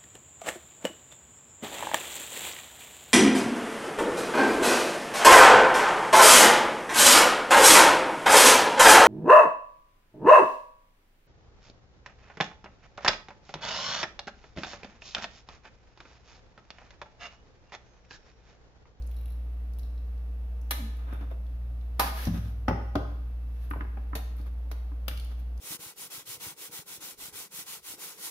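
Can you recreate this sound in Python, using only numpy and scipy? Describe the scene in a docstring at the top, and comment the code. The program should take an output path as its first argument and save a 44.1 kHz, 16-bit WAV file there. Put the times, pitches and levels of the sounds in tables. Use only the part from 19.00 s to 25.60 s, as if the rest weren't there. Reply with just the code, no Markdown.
"""An extractor fan hums throughout in a small hard kitchen: a motor tone with overtones over rumble and rushing air.
From the start the steel tongs tick and tinkle, in short noise bursts around two pitches and ringing steel modes.
From 1.7 s they knock and clack on a coated frying pan: pan, stove grate and stove top ring under a steel crack.
Just after, the pan settles with a falling tone; then strokes of the tongs rub and scrape in slipping noise.
A pair of small microphones stands close by: bass nearly alike in both, treble unrelated."""
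import sys
import numpy as np
from scipy import signal
from scipy.fft import rfft, irfft, next_fast_len
from scipy.io import wavfile
from scipy.ndimage import map_coordinates

SR = 44100
rng = np.random.default_rng(int(sys.argv[2]) if len(sys.argv) > 2 else 0)


def to_wav(s):
    """Save 16-bit WAV."""
    ch = np.atleast_2d(s).T  # columns
    pcm = np.round(np.clip(ch, -1, 1) * 32767)  # PCM
    wavfile.write(sys.argv[1], SR, pcm.astype(np.int16))


N = 291060

# Likeness of the two microphones: (frequency [Hz], likeness [-1 to 1])
LIKENESS = [(60, 0.99), (130, 1), (290, 0.68), (640, 0.29), (1400, -0.2), (3000, -0.025)]
# Modes of the steel tongs: (frequency [Hz], relative level [dB], 60 dB decay before damping [s])
TONGS_MODES = [(1820, -2, .05), (2330, -3, .06), (2770, -3, .05), (3350, -3, .05), (3830, -3, .06),
               (4080, -3, .08), (4600, -7, .04), (5260, -4, .07), (5570, -4, .09), (6280, -8, .05),
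               (10300, -8, .04), (11200, 0, .06), (13300, -4, .05), (15000, -1, .06)]
# Spectrum of steel on metal: (frequency [Hz], relative level [dB per Hz])
STEEL_SPECTRUM = [(880, -13), (1500, -10.5), (1660, -6), (2080, -12), (2230, -12), (3690, -13.5),
                  (6000, -19), (7540, -20), (9370, -20), (11900, -13), (16000, -22)]


def amp(db):
    """Gain of a level in dB."""
    return 10 ** (np.asarray(db) / 20)


def unit(x):
    """x at rms 1."""
    return x / np.sqrt(np.mean(x ** 2) + 1e-20)


def along(points, hz):
    """(Hz, value) points read on a log frequency axis."""
    f, v = np.transpose(points)
    return np.interp(np.log(hz + 1), np.log(f + 1), v)


def wobble(rate):
    """A smooth random curve through rate knots a second."""
    knots = rng.standard_normal(int(N * rate / SR) + 4)
    return map_coordinates(knots, [np.arange(N) * rate / SR])


def filtered(x, response):
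    """x times a response of frequency, padded so that the end does not wrap round."""
    m = next_fast_len(x.shape[-1] + 8192)
    return irfft(rfft(x, m) * response(np.fft.rfftfreq(m, 1 / SR)), m)[..., :x.shape[-1]]


def noise(n, spectrum):
    """Stereo noise of rms 1, alike in the bass and unrelated in the treble."""
    def mid_side_response(hz):
        turn = np.arccos(np.clip(along(LIKENESS, hz), -1, 1)) / 2
        return amp(along(spectrum, hz)) * [np.cos(turn), np.sin(turn)]

    mid, side = filtered(rng.standard_normal((2, n)), mid_side_response)
    return unit(np.array([mid + side, mid - side]))


def lumpy(spectrum, depth_db):
    """A spectrum broken up into many narrow peaks, as dense short modes of sheet metal give it."""
    hz = np.geomspace(100, 20000, num=150)
    return np.transpose([hz, along(spectrum, hz) + depth_db * rng.standard_normal(len(hz))])


def ring(modes, t, near_hz, focus_db, damping=1):
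    """Decaying modes at new random strengths, focus_db weaker per octave away from near_hz."""
    hz, db, t60 = np.transpose(modes)[:, :, None]
    db = db - focus_db * np.abs(np.log2(hz / near_hz)) + rng.normal(0, 2, hz.shape)
    # the less alike the microphones are at a pitch, the more their phases may differ
    apart = np.arccos(np.clip(along(LIKENESS, hz), -1, 1)) * rng.uniform(-1, 1, hz.shape)
    fade = amp(db - db.max() - 60 * t / (t60 * damping))
    return np.array([(fade * np.sin(2 * np.pi * hz * t + side * apart / 2)).sum(0) for side in (1, -1)])


def swell(s, rise_s, fade_s):
    """Gain per sample: 1 at s, 20 dB down rise_s before and fade_s after."""
    t = np.arange(N) / SR - s
    return amp(-20 * np.maximum(-t / rise_s, t / fade_s) ** 1.22)


def add(out, s, x):
    """Mixes x into out from time s."""
    part = out[:, round(s * SR):][:, :x.shape[1]]
    part += x[:, :part.shape[1]]


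def kitchen(x, wet_db):
    """x with the room's answer, a noise tail in which each frequency dies at its own speed."""
    # Reverberation of the room: (frequency [Hz], 60 dB decay [s])
    room_decay = [(100, 0.8), (500, 0.58), (2000, 0.76), (6000, 0.7), (14000, 0.37)]
    flat_noise = noise(SR * 3 // 5, [(1, 0)])
    hz, t, z = signal.stft(flat_noise, SR, nperseg=256)
    decay = amp(-60 * t / along(room_decay, hz)[:, None])
    tail = signal.istft(z * decay, SR, nperseg=256)[1]
    # the answer starts 200 samples (4.5 ms) after the direct sound
    tail = np.pad(tail / np.linalg.norm(tail[0]), ((0, 0), (200, 0)))
    wet = signal.fftconvolve(x.mean(0)[None], tail, axes=1)[:, :x.shape[1]]
    return x + amp(wet_db) * wet


def fan():
    """The motor's wavering tone, with overtones that come and go, over housing rumble and rushing air."""
    # Overtones of the hum: (multiple of the hum's pitch, mean peak level [dB])
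    overtones = [(3, -64.5), (5, -68), (6, -76.5), (7, -73), (8, -69.5), (9, -75.5), (11, -77), (12, -75),
                 (13, -77), (14, -89), (15, -76), (20, -81.5), (45, -82)]
    # Wavering of the hum, a depth of 0 does nothing: (rate [Hz], depth [0-1])
    flutter = [(8.5, .03), (15, 0), (19.3, 0)]
    # The hum's octave swells and fades: (time [s], level [dB])
    octave_levels = [(0, -56.5), (.88, -58.5), (1.49, -70), (2.5, -57.5), (2.72, -47.5), (3.09, -61),
                     (3.75, -51.5), (4.7, -57), (5.42, -60), (5.62, -79), (5.99, -60), (6.6, -94)]
    # Rumble of the fan housing: (frequency [Hz], relative level [dB per Hz])
    rumble_spectrum = [(22, -37), (33, 2), (40, 1.5), (47, 2.5), (55, -18), (68, -10), (78, 4), (88, -31),
                       (110, -21), (140, -48)]
    # Rush of air: (frequency [Hz], relative level [dB per Hz])
    air_spectrum = [(56, -18), (95, -26), (118, -13.5), (239, -21.5), (284, -19.5), (330, -32), (465, -28),
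                    (601, -27.5), (777, -30), (943, -34), (1190, -33), (3720, -47), (8050, -64.5),
                    (11800, -50), (16000, -64)]
    hum_hz, hum_db, rumble_db, air_db = 59.08, -31, -53.5, -57.5

    t = np.arange(N) / SR
    turn = 2 * np.pi * t
    waver = 1 + sum(depth * np.sin(turn * hz + 1.3 * wobble(1.6)) for hz, depth in flutter)
    tone = amp(hum_db + 0.13 * wobble(3.56)) * waver * np.sin(turn * hum_hz)
    tone += amp(np.interp(t, *np.transpose(octave_levels))) * np.sin(2 * turn * hum_hz)
    for k, db in overtones:
        tone += amp(db + 1.72 * wobble(1.95)) * np.sin(turn * hum_hz * k + k * k)
    rumble = amp(rumble_db) * noise(N, rumble_spectrum)
    air = amp(air_db + 0.4 * wobble(5.9)) * noise(N, air_spectrum)
    return tone + rumble + air


def ticks():
    """A tick is a few milliseconds of noise around two pitches; a tinkle rings the steel modes."""
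    # Dry ticks of the tongs: (time [s], low level [dB], high level [dB], low pitch [Hz])
    tick_events = [(.0225, -53, -78, 4400), (0.066, -73, -54, 3160), (0.0735, -54, -78, 6600),
                   (.735, -59.5, -58, 4510), (0.7864, -58, -46.5, 3120), (0.794, -54.5, -63, 4420),
                   (1.1773, -63, -80, 3530), (1.614, -59, -60, 5960), (1.9684, -64, -56, 3360),
                   (2.1335, -69, -52, 3010), (2.466, -63, -80, 3380), (2.811, -60, -80, 3030),
                   (3.2529, -38, -65, 5230), (4.705, -66, -44, 3100), (5.3664, -74, -53, 3050),
                   (5.413, -58.5, -60, 3940), (6.1743, -41.5, -46, 2870), (6.1977, -45, -46, 3360),
                   (6.246, -56, -49, 3880), (6.3136, -58, -68, 3770), (6.395, -66, -57, 3090),
                   (6.576, -55, -56, 5000)]
    # Loose arms touching again and again:
    # (time [s], length [s], low level [dB], high level [dB], low pitch before scatter [Hz])
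    tinkle_events = [(0.112, .215, -68, -60, 3420), (0.829, .01, -65, -66, 4080),
                     (0.968, .01, -70, -74, 4080)]
    high_tick_hz, high_scatter = 11000, 0.052  # scatter in natural log of pitch
    faint_db, faint_hz = -74, 3300
    tinkle_gap_s = 0.023

    out, t = np.zeros((2, N)), np.arange(SR // 8) / SR
    rise = 1 - np.exp(-t / 0.00048)
    # faint ticks fall by chance, about one a second
    faint = [(s, faint_db, faint_db, faint_hz) for s in rng.uniform(0, N / SR, size=N // SR)]
    for s, low_db, high_db, low_hz in tick_events + faint:
        high_hz = high_tick_hz * np.exp(high_scatter * rng.standard_normal())
        for db, hz in ((low_db, low_hz), (high_db, high_hz)):
            band = [(hz / 2, -30), (hz, 0), (hz * 2.57, -16), (hz * 4, -60)]
            add(out, s, amp(db - 60 * t / 0.022) * rise * noise(len(t), band))

    for start, length, low_db, high_db, near_hz in tinkle_events:
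        for s in np.arange(start, start + length, tinkle_gap_s):
            late, spread, high_hz = rng.uniform([0, -.4, 10500], [.008, .4, 15500])
            rough = 1 + noise(len(t), [(200, 0), (900, -30)])  # the arms still rub while they ring
            low_hz = near_hz * np.exp(spread * length / .2)  # longer tinkles scatter more in pitch
            low = amp(low_db) * ring(TONGS_MODES, t, low_hz, focus_db=22, damping=.7)
            high = amp(high_db) * ring(TONGS_MODES, t, high_hz, focus_db=24, damping=.55)
            add(out, s + late, amp(rng.normal(0, 1.7)) * rise * rough * (low + high))
    return out


def contacts():
    """Each contact rings pan, grate and stove top and gives a short steel crack."""
    # Tongs meeting the pan: (time [s], pan level [dB], thud level [dB], steel level [dB], pan pitch [Hz],
    # grate pitch [Hz], steel pitch [Hz], left over right in pan and steel [dB], damping time [s],
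    # narrowness around the pan pitch [roughly dB per octave])
    contact_events = [ (1.708, -40.5, -45, -25, 1240, 318, 3200, 0.5, 0.086, 13.5),
                      (1.78, -54, -42.5, -60, 600, 285, 2960, -4, 0.16, 29),
                      (2.126, -42.5, -33.5, -52, 596, 250, 2730, 1, 0.035, 7),
                      (2.209, -54, -39, -62, 600, 297, 3600, 1, 0.073, 5),
                      (2.314, -43.5, -44.5, -74, 546, 360, 2650, 5, 0.034, 9.5),
                      (2.995, -25, -46, -24, 930, 346, 4440, -1, 0.13, 7),
                      (3.040, -38, -39.5, -48, 805, 177, 2500, -4, 0.063, 25),
                      (3.270, -40.5, -20.5, -43, 610, 217, 5800, -3, 0.085, 4.5),
                      (3.341, -48.5, -26.5, -54, 574.5, 226, 3000, 0, 0.12, 23),
                      (3.375, -57, -25, -44, 500, 174, 3530, -3, 0.022, 20),
                      (3.681, -23, -18, -37.5, 733, 249, 5520, 0, 0.067, 6),
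                      (3.71, -23, -23, -61, 450, 172, 3970, 1, 0.029, 9),
                      (3.954, -23.5, -17.5, -35.5, 610, 317, 2600, 3.5, 0.049, 7),
                      (4.710, -33.5, -29, -52, 1260, 295, 2300, 0, 0.04, 14.5),
                      (4.735, -37.5, -60, -72, 1100, 290, 2500, 0, 0.046, 13),
                      (4.760, -41, -32.5, -70, 470, 265, 2590, -2, 0.041, 10),
                      (4.807, -36.5, -34, -61, 1240, 298, 2300, -2.5, 0.052, 12),
                      (4.85, -44, -39, -66, 460, 289, 2530, -3, 0.031, 10),
                      (4.971, -45.5, -39.5, -67, 594, 256, 2540, 1, 0.057, 3.5),
                      (5.131, -34.5, -33, -73, 1140, 285, 2650, -4, 0.037, 20),
                      (5.152, -39, -47.5, -34, 520, 268, 1830, -1, .098, 7),
                      (5.190, -49, -54, -73, 730, 280, 2650, 4, 0.1, 56),
                      (5.399, -50, -37.5, -68, 587, 250, 2590, 1, 0.03, 19),
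                      (5.714, -41, -43.5, -40.5, 624, 307, 1800, -5, 0.045, 13),
                      (5.917, -52.5, -41, -77, 1030, 288, 2650, -3, .039, 14),
                      (6.081, -40, -41.5, -26, 620, 297, 2970, 4, 0.032, 4),
                      (6.111, -45, -37.5, -47, 1820, 280, 2690, 8, 0.027, 31)]
    # Modes of pan, grate and stove top:
    # (frequency [Hz], relative level [dB], 60 dB decay before each contact's damping [s])
    pan_modes = [(455, -3, .09), (545, -3, .09), (590, -3, .08), (655, -3, .09), (750, -3, .09),
                 (802, 0, .11), (940, -3, .08), (1010, 0, .1), (1215, -2, .1), (1500, -1, .08),
                 (1800, -4, .06), (2220, -8, .07), (2510, -12, .06)]
    grate_modes = [(173.8, 4, 0.34), (217.9, 4.5, 0.15), (246, -1.5, 0.15), (281.4, -1, 0.2),
                   (367.5, -5, 0.22)]
    stove_modes = [(84.3, -3.5, 0.22), (101.4, -5, 0.67), (117, -15, 0.76)]
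    even_db, dull_per_db = -16, 0.32  # thud over steel that leaves the treble as it is; dB lost per dB above
    stove_db, stove_per_octave_db = -7, -6  # stove under grate at 250 Hz; deeper thuds shake it more

    out, t = np.zeros((2, N)), np.arange(SR * 3 // 5) / SR
    rise = 1 - np.exp(-t / 0.001)
    low_rise = 1 - np.exp(-t / 0.0044)
    for (s, pan_db, thud_db, steel_db, pan_hz, grate_hz, steel_hz,
         side_db, damp, narrow_db) in contact_events:
        # the pan chatters around the pitch of the spot that is hit while its modes ring and die away
        spot = [(pan_hz / 4, -2.5 * narrow_db), (pan_hz, 0), (pan_hz * 2, -1.1 * narrow_db),
                (pan_hz * 4, -3.2 * narrow_db), (pan_hz * 16, -90)]
        chatter = amp(-60 * t / damp) * noise(len(t), spot)
        pan = amp(pan_db) * (chatter + ring(pan_modes, t, pan_hz, narrow_db + 6.0, damp / 0.11))

        grate = ring(grate_modes, t, grate_hz, focus_db=28, damping=damp / 0.11)
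        stove_gain = amp(stove_db + stove_per_octave_db * np.log2(grate_hz / 250))
        stove = stove_gain * ring(stove_modes, t, near_hz=100.3, focus_db=6.0, damping=damp / 0.096)
        low = amp(thud_db) * (grate + stove) * low_rise * amp([[.8], [-.8]])

        # a heavier, blunter blow has less steel treble, a lighter one more
        treble_db = -dull_per_db * (thud_db - steel_db - even_db)
        colour = [(hz, db + treble_db * (hz > 6500)) for hz, db in STEEL_SPECTRUM]
        blow = amp(-60 * t / (.5 * damp))
        rattle = 0.34 * amp(-60 * t / (1.67 * damp))
        hiss = noise(len(t), lumpy(colour, depth_db=2.5))
        sing = ring(TONGS_MODES, t, steel_hz, focus_db=30)
        crack = (blow + rattle) * hiss + 0.24 * sing

        struck = (pan + amp(steel_db) * crack) * rise * amp([[side_db / 2], [-side_db / 2]])
        # part of the thud reaches the microphones through the counter, without the room
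        add(out, s, .5 * low + kitchen(struck + .5 * low, wet_db=-3.5))
    return out


def groan():
    """The pan settles with one soft tone that glides down, alike in both microphones."""
    # Ends of the glide: times [s], then pitches [Hz]
    glide_s = (1.78, 1.84)
    glide_hz = (270.5, 223)
    # Shape of the tone: (swell [s], fade [s], level [dB])
    groan_shape = (0.12, 0.079, -41)
    loudest_s = 1.85
    turns = np.cumsum(np.interp(np.arange(N) / SR, glide_s, glide_hz)) / SR
    rise_s, fade_s, db = groan_shape
    return amp(db) * swell(loudest_s, rise_s, fade_s) * np.sin(2 * np.pi * turns)


def strokes():
    """Wet rubbing: noise in uneven small slips that swell and fade with each stroke."""
    # Strokes of the tongs over pan and fish: (loudest time [s], swell [s], fade [s],
    # body level [dB], rasp level [dB], hiss level [dB])
    stroke_events = [(2.169, 0.28, 0.2, -53, -55.5, -69), (2.314, 0.011, .04, -55, -57, -66),
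                     (3.039, 0.036, .13, -59, -42, -40.5), (3.26, 0.18, 0.066, -54, -58, -43),
                     (3.362, 0.069, 0.24, -58, -55.5, -54.5), (4.62, 0.22, 0.33, -72, -79, -66),
                     (5.2, 0.019, 0.12, -71, -78, -73), (5.388, 0.021, 0.071, -68, -62, -60.5),
                     (5.468, 0.018, .035, -57, -62, -65.5), (6.12, 0.011, 0.12, -75, -61, -63.5),
                     (6.322, 0.043, 0.064, -60, -64, -67), (6.4, 0.023, .02, -63, -76, -59.5)]
    # Spectra of a stroke's body and of the edge of the tongs: (frequency [Hz], relative level [dB per Hz])
    body_spectrum = [(150, -15), (250, -2), (319, -11), (501, -10), (1000, -11), (1300, -20), (2200, -120)]
    rasp_spectrum = [(700, -40), (1080, -14), (1230, 0), (1370, -8), (1550, -5), (1900, -15), (2500, -14),
                     (3300, -24), (3600, -13), (3900, -30), (7000, -120)]

    slips = amp(2.1 * wobble(34) + 0.22 * wobble(240))
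    gains = np.zeros((3, N))
    for s, rise_s, fade_s, *levels_db in stroke_events:
        gains += amp(levels_db)[:, None] * swell(s, rise_s, fade_s)
    out = np.zeros((2, N))
    for gain, spectrum in zip(gains, (body_spectrum, rasp_spectrum, STEEL_SPECTRUM)):
        out += gain * unit(slips * noise(N, spectrum))
    return out


def scene():
    """Everything as it reaches the microphones."""
    return fan() + kitchen(ticks(), wet_db=-0.5) + contacts() + groan() + strokes()


def record(dry):
    """The microphone ports colour the sound, and nothing is kept from the band limit up."""
    # Colour of the microphone ports: (frequency [Hz], gain [dB])
    port_colour = [(24, -69), (38, 0.5), (6000, 3), (7900, -4.5), (9800, 2.5), (14000, 2.5), (15800, -2)]
    top_hz = 15750
    return filtered(dry, lambda hz: amp(along(port_colour, hz)) * (hz < top_hz))


dry = scene()
out = record(dry)
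to_wav(out)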